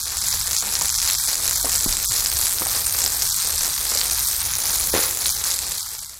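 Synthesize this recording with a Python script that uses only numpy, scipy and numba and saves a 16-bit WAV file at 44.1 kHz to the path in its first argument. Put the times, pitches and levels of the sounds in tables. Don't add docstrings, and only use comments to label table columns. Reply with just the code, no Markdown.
import sys
import numpy as np
from scipy import signal
from scipy.fft import rfft, irfft
from scipy.io import wavfile
from scipy.ndimage import uniform_filter1d, map_coordinates
from numba import njit

SR = 44100
rng = np.random.default_rng(int(sys.argv[2]) if len(sys.argv) > 2 else 0)


def store_wav(level_fs):
    pcm = np.round(np.clip(np.atleast_2d(level_fs), -1, 1) * 32767)
    wavfile.write(sys.argv[1], SR, pcm.T.astype(np.int16))


def invert_db(x):
    u = np.asarray(x, float) / 20
    return 10 ** u


N = 273155

# start_s [s], peak_db [dB], ring_hz [Hz]
BIG_HITS = [(0.5651, -2, 5980), (0.7527, -3, 5540), (0.8104, -4, 6660), (0.8919, -5, 6650),
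            (1.0164, -4, 6260), (1.075, -3, 7240), (1.3544, -4, 6800), (1.477, -2, 6860),
            (1.5095, -1, 7220), (1.7175, -3, 7400), (1.9255, -4, 5850), (1.9679, -2, 8070),
            (2.0484, -4, 11600), (2.2593, -3, 5040), (2.4678, -4, 7190), (2.5257, -4, 7700),
            (2.596, -5, 8450), (2.6688, -2, 9130), (2.8624, -3, 9300), (3.039, 0, 7330),
            (3.0614, -1, 5280), (3.2201, -2, 5480), (3.9724, -3, 6590), (4.0128, -2, 4310),
            (4.1091, -4, 8280), (4.5835, -3, 9750), (4.7975, -2, 9180), (5.2574, -4, 4070),
            (5.2914, -3, 6450), (5.439, -3, 7600)]
# middle_s [s], length_s [s], low_loss_db [dB], middle_loss_db
# [dB]
BAND_DIPS = [(0.036, 0.062, 13, 10), (0.199, 0.055, 9, 8), (0.298, 0.089, 11.5, 4.5),
             (0.423, 0.15, 10, 6.5), (0.588, 0.088, 9, 9), (.7, 0.039, -3, -3), (0.946, 0.19, 11, 8),
             (1.21, 0.15, 10, 9), (1.552, 0.06, 5.5, 8), (1.611, 0.074, 7, 8.5), (1.72, .04, 7, 5),
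             (1.79, 0.032, 26, 9), (1.869, .03, 10, 15), (2.079, 0.058, 19, 27), (2.647, .04, 1, 9.5),
             (3.322, 0.13, 19, 8.5), (3.408, 0.053, 18, -1), (3.582, 0.049, 22, 6), (3.76, 0.073, 13, 1),
             (4.177, .045, 16, -20), (4.263, 0.048, 44, 7), (4.415, 0.047, 17, -20), (4.518, 0.11, 8, -12),
             (4.92, 0.032, 16, 16), (5.325, 0.088, 10, 9.5), (5.835, 0.17, 10, 8.5), (5.996, 0.062, 7, 11),
             (6.075, 0.074, 10, 9.5)]
SNAP_LAG_S = 0.0009


def unit(x):
    return x / np.sqrt(np.mean(x ** 2))


def curve(table):
    s, *columns = np.transpose(table)
    return [np.interp(np.arange(N) / SR, s, c) for c in columns]


def humps(table, order=2):
    t = np.arange(N) / SR
    total = 0
    for middle_s, length_s, *heights in table:
        hump = np.clip(1 - (2 * (t - middle_s) / length_s) ** order, 0, 1)
        total = total + np.outer(heights, hump)
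    return total


def walk(rate):
    k = int(SR / rate)
    held = np.repeat(rng.standard_normal(N // k + 1), k)
    return 0.79 * uniform_filter1d(held, k)[:N]


def shape_db(table, hz):
    f, db = np.transpose(table)
    return np.interp(np.log(np.maximum(hz, 1)), np.log(f), db)


def colour(x, table, size=4096):
    cep = irfft(np.log(invert_db(shape_db(table, np.arange(size // 2 + 1) * SR / size))))
    cep[1:size // 2] *= 2
    cep[size // 2 + 1:] = 0
    return signal.fftconvolve(x, irfft(np.exp(rfft(cep))))[:N]


def band(x, lo_hz, hi_hz):
    return signal.sosfilt(signal.butter(3, [lo_hz, hi_hz], "band", fs=SR, output="sos"), x)


def below(x, hz, order=3):
    return signal.sosfiltfilt(signal.butter(order, hz, fs=SR, output="sos"), x)


@njit
def rings(start, hz, t60, size, glide, length):
    out = np.zeros(length)
    for k in range(len(start)):
        p = np.exp(2j * np.pi * hz[k] / SR - np.log(1000) / (t60[k] * SR))
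        turn = np.exp(2j * np.pi * hz[k] * glide / (SR * SR * t60[k]))
        z = size[k] + 0j
        for i in range(start[k], min(length, start[k] + int(t60[k] * SR))):
            out[i] += z.imag
            z, p = z * p, p * turn
    return out


def struck(s, size, hz, t60, glide=0.):
    return rings((s * SR).astype(int), hz, t60, size, glide, N)


def spray():
    # time_s [s], level_db [dB], brightness_db [dB]
    effort = [(0, -21.5, -12), (.5, -25, -5), (1.0, -23, -6.5), (1.6, -24, -2.5), (2.1, -22.5, -7),
              (2.5, -26.5, 2.5), (2.85, -28, 4.5), (3.2, -24.5, -3), (3.6, -23.5, -4.5), (3.8, -24.5, -3),
              (4.1, -24, -5.5), (4.3, -26, 5), (4.47, -30.5, 0.5), (4.75, -24, 0), (5.1, -28.5, 3.5),
              (5.5, -24, -5), (6.19, -26, -5)]
    # middle_s [s], length_s [s], body_db [dB], rasp_db [dB]
    surges = [(.66, 0.1, 11, 4), (.82, 0.21, 4.5, 1.5), (1.08, 0.063, -1, 5.5), (1.655, 0.047, 13, -2.5),
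              (1.87, 0.062, 3, -2), (2.625, 0.039, 19, 1.5), (2.76, 0.053, 9, 3.5), (3.05, 0.066, 9, -1),
              (3.67, 0.068, 8, 1.5), (3.94, 0.063, 3, -0.5), (4.65, 0.21, 3.5, 2), (4.96, 0.091, 17, 9.5),
              (5.04, 0.18, -13, 6), (5.28, 0.051, 2, -2.5)]
    level_db, bright_db = curve(effort)
    push_db = swings()[1]
    scuff_body_db, scuff_rasp_db = humps(surges)
    low_loss_db, middle_loss_db = humps(BAND_DIPS)

    grit_db = level_db + push_db - 1.5
    top_db = bright_db - 0.98 * push_db
    steady_db = level_db.mean() + 0.27 * (level_db - level_db.mean())
    body_db = steady_db - 23.5 + 0.23 * push_db + scuff_body_db - 0.63 * low_loss_db + 2.0 * walk(14)
    rasp_db = steady_db - 11.3 + 0.48 * push_db + scuff_rasp_db - 0.22 * middle_loss_db

    stream = patter()
    body = below(stream, 678)
    low = below(stream, 3510)
    top = stream - below(stream, 10000, order=1)
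    tilted_top = top * invert_db(top_db - top_db.mean())
    grit = (stream - low - top + tilted_top) / np.std(band(stream, 4070, 7860))
    bed = invert_db(grit_db) * grit + invert_db(body_db) * unit(body) + invert_db(rasp_db) * unit(low - body)

    hold_s, hold_db = 0.009, -6
    holds = [(s - hold_s / 2 + SNAP_LAG_S, hold_s, hold_db) for s, _, _ in BIG_HITS]
    return slab(bed * invert_db(humps(holds, order=4)[0]) + snaps())


def swings():
    # near_s [s], notch_fall_hz [Hz], push_db [dB]
    near_ends = [(.07, 150, 3.5), (.3, 280, 0.5), (.57, 333, 7), (.8, 200, -0.5), (1.05, 220, 6),
                 (1.33, 220, 4), (1.55, 280, -0.5), (1.88, 200, 4), (2.17, 420, 1.5), (2.46, 430, 8),
                 (2.76, 420, 6), (3.05, 430, 9), (3.31, 170, 0), (3.6, 350, 3.5), (3.94, 580, 9),
                 (4.34, 480, -1), (4.72, 450, 2), (4.98, 400, 6), (5.27, 450, 10.5), (5.5, 330, 1.5),
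                 (5.79, 400, 2.5), (6.1, 120, 2)]
    turns = curve([(row[0], k) for k, row in enumerate(near_ends)])[0]
    swing = (1 + np.cos(2 * np.pi * turns)) / 2
    fall_hz, push_db = curve(near_ends)
    return fall_hz * swing, push_db * (swing ** 2.9 - .5)


def patter(scatter_db=5.0, cycles=22.7, ring_db=3.5, hiss_db=1.0, bunch_db=1.0):
    # freq_hz [Hz], density_db [dB per Hz]
    grit_spectrum = [(120, -30.5), (200, -18.5), (305, -19), (547, -14.5), (621, -15), (832, -10),
                     (1240, -9.5), (2360, -11), (2890, -14), (4080, -2), (6810, 0.5), (13400, -2.5),
                     (14400, -3.5), (15900, -13)]
    when, rarity, pitch, sign = rng.random((8000, 4)).T
    start = (when * (N - 1)).astype(int)
    biggest_db, longest_s = 14., .004
    size_db = biggest_db * np.tanh(-scatter_db * np.log(1 - rarity) / biggest_db)
    size = invert_db(size_db) * np.sign(sign - .5)
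    ticks = np.bincount(start, size, N)
    hz = 500 + 15000 * pitch ** 1.282
    ring = rings(start, hz, np.minimum(cycles / hz, longest_s), size * np.sqrt(hz), 0.46, N)
    grains = unit(ticks) + invert_db(ring_db) * unit(ring) + invert_db(hiss_db) * rng.standard_normal(N)
    bunches = invert_db(bunch_db * (walk(25) + walk(90)))
    return colour(grains * bunches, grit_spectrum)


def snaps():
    # time_s [s], rate [snaps per s]
    chance_rate = [(0, 4), (.6, 26), (2.9, 30), (3.3, 13), (4.4, 7), (5.0, 10), (5.9, 8), (6.19, 0)]
    expected = np.cumsum(curve(chance_rate)[0]) / SR
    when, strength = rng.random((int(expected[-1]), 2)).T
    loose_s = np.interp(when * expected[-1], expected, np.arange(N) / SR)
    loose_db = -5.5 + 3 * strength ** 2
    spread_octaves = 0.27 * rng.standard_normal(len(when))
    loose_hz = np.clip(7300 * 2 ** spread_octaves, 4000, 14500)

    big = np.transpose(np.array(BIG_HITS) + [SNAP_LAG_S, 1.5, 0])
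    s, db, hz = np.hstack([big, [loose_s, loose_db, loose_hz]])
    sign, low_draw, high_draw = rng.random((len(s), 3)).T
    size = invert_db(db) * np.sign(sign - .5)
    low_hz, high_hz = 1200 + 2500 * low_draw, 5000 + 9000 * high_draw
    main = struck(s, invert_db(-.5) * size, hz, 17. / hz, 0.05)
    low = struck(s, invert_db(-16.0) * size, low_hz, 1.5 / low_hz)
    high = struck(s, invert_db(-13.5) * size, high_hz, 12. / high_hz)
    return band(main + low + high, 1030, 16000)


def slab(x):
    # time_s [s], notch_spacing_hz [Hz]
    reach = [(0, 2950), (.48, 3140), (.85, 3070), (1.7, 3190), (2.3, 3340), (2.65, 3700), (2.95, 3700),
             (3.25, 3450), (3.8, 3600), (4.18, 3790), (4.58, 4230), (4.9, 4400), (5.32, 4500), (5.42, 3330),
             (6.19, 3250)]
    # time_s [s], share [0-1]
    mirror = [(0, .48), (2.2, .5), (3, .42), (4.4, .55), (5.3, .5), (5.35, .1), (5.43, .1), (5.48, .5),
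              (6.19, .5)]
    above_hz, wobble_hz = 7600, 55.
    spacing_hz = curve(reach)[0] - swings()[0] + wobble_hz * walk(21.74)
    lag = SR / spacing_hz
    late = map_coordinates(x, [np.maximum(np.arange(N) - lag, 0)], order=3)
    flutter = invert_db(2.2 * walk(11) - .3)
    return x - curve(mirror)[0] * flutter * (late - below(late, above_hz))


def knocks(lag_s=0.00218):
    # start_s [s], peak_db [dB], ring_hz [Hz], t60_s [s]
    dull_knocks = [(0.813, -18.5, 990, 0.02), (1.643, -19, 660, 0.035), (1.654, -22, 560, 0.019),
                   (1.666, -22, 1120, 0.017), (1.859, -12.5, 247, 0.027), (1.87, -36, 345, 0.031),
                   (2.607, -25, 252, 0.01), (2.6175, -19.5, 1200, 0.02), (2.618, -28, 750, 0.013),
                   (2.617, -24, 383, 0.028), (2.658, -22, 1300, 0.014), (2.664, -24, 784, 0.045),
                   (3.917, -13, 966, 0.0041), (3.953, -28.5, 564, 0.08), (4.937, -9.5, 505, 0.026),
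                   (4.948, -13, 380, 0.04), (4.96, -12.5, 553, 0.028), (4.974, -15, 400, 0.023),
                   (4.989, -19, 420, 0.025)]
    # start_s [s], peak [linear], ring_hz [Hz], t60_s [s]
    bumps = [
        (1.872, 0.077, 27.3, 0.36),
        (2.1, .04, 110, 0.13),
    ]
    s, peak_db, hz, t60 = np.transpose(dull_knocks)
    s = s + lag_s
    ring = struck(s, invert_db(peak_db + 2.5), hz, t60 * 0.58)
    ring += struck(s + 4, invert_db(peak_db - 13.5), np.full(len(s), 1250.), t60 * 0.7)
    kicks = np.bincount((s * SR).astype(int), invert_db(peak_db - 17.0), N)
    puff_level = signal.lfilter([1], [1, -np.exp(-1 / (0.013 * SR))], kicks)
    puff = puff_level * unit(band(rng.standard_normal(N), 250, 2430))
    bump_s, bump_peak, bump_hz, bump_t60 = np.transpose(bumps)
    return puff - band(ring, 68, 5500) + struck(bump_s, bump_peak, bump_hz, bump_t60)


def shed(x, t60=0.74, wet_db=-10.5):
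    t = np.arange(SR // 2) / SR
    tail = rng.standard_normal(len(t)) * invert_db(-60 * t / t60) * (t > .004)
    return x + invert_db(wet_db) * signal.fftconvolve(x, tail / np.linalg.norm(tail))[:N]


def rumble():
    # freq_hz [Hz], density_db [dB per Hz]
    air_spectrum = [(11, -24), (18, -5.5), (64, 6), (129, -7), (172, -9.5), (201, -16.5), (305, -25.5),
                    (400, -17), (520, -31.5), (880, -120)]
    # time_s [s], level_db [dB]
    air_level = [(0, -41.5), (.8, -40), (2.1, -42.5), (3.0, -39), (3.45, -44), (3.7, -40.5), (4.65, -42.5),
                 (4.88, -36), (5.1, -42.5), (6.19, -42)]
    air = colour(rng.standard_normal(N), air_spectrum)
    level_db = curve(air_level)[0] + 3.1 * walk(7.8)
    return invert_db(level_db) * air / np.std(band(air, 33, 96))


def fade():
    return curve([(0, 0.43), (0.27, 1), (5.5, 1), (N / SR, 0.13)])[0]


def scene():
    mid = (shed(spray() + knocks()) + rumble()) * fade()
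    return np.array([mid, mid])


def starve(x, low_db=-20.0, high_db=-16.0, short=0.96, size=1024):
    hz, s, cells = signal.stft(x, SR, nperseg=size, noverlap=size * 3 // 4)
    power = uniform_filter1d(np.abs(cells) ** 2 + 1e-18, size=5, axis=1)
    treble = power[(hz > 4000) & (hz < 12000)].mean(axis=0)

    def blurred(bins, frames):
        noise = uniform_filter1d(rng.standard_normal(power.shape), size=bins, axis=0)
        return uniform_filter1d(noise, size=frames)

    limit_db = np.interp(hz, [300, 2800], [low_db, high_db])[:, None] + 0 * s
    limit_db += 6 * blurred(3, 4)
    ragged = np.clip(1 + 1.6 * blurred(4, 9), 0, 2)
    bands_hz = (170, 845), (1300, 3250)
    for (lo_hz, hi_hz), loss_db in zip(bands_hz, humps(BAND_DIPS, order=4)):
        across = np.clip(1 - (2 * (hz - lo_hz) / (hi_hz - lo_hz) - 1) ** 4, 0, 1)
        limit_db += short * ragged * np.outer(across, np.interp(s * SR, np.arange(N), loss_db))
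    gap_db = 10 * np.log10(uniform_filter1d(power, size=4, axis=0) / treble) - limit_db
    keep = np.clip(gap_db, 0, 1)
    keep[(hz < 190) | (hz > 3400)] = 1
    return signal.istft(cells * keep, SR, nperseg=size, noverlap=size * 3 // 4)[1][:N]


def roll_off(x):
    return signal.sosfilt(signal.butter(12, 16280, fs=SR, output="sos"), x)


def record(dry):
    # middle_s [s], length_s [s], side_db [dB re mid]
    splits = [(0.044, 0.044, -21), (.37, 0.034, -22), (0.694, 0.035, -13), (0.736, .04, -10.5),
              (1.184, 0.043, -16.5), (1.614, 0.041, -18), (2.892, 0.03, -13), (3.297, 0.029, -12),
              (4.191, 0.023, -13), (4.509, 0.02, -20), (4.982, 0.035, -11), (5.17, .04, -13),
              (5.221, 0.062, -13), (5.506, 0.049, -15), (5.687, 0.059, -11), (6.03, 0.045, -18)]
    mid = np.tanh(.9 * starve(dry[0])) / .9
    apart = humps([(s, length_s, invert_db(side_db)) for s, length_s, side_db in splits])[0]
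    side = apart * np.roll(mid - 0.59 * below(mid, 1800, order=1), shift=700)
    top_cut = signal.ellip(8, .2, 70, 15950, fs=SR, output="sos")
    mix = signal.sosfilt(top_cut, [mid + side, mid - side])
    return roll_off(mix)


dry = scene()
out = record(dry)
store_wav(out)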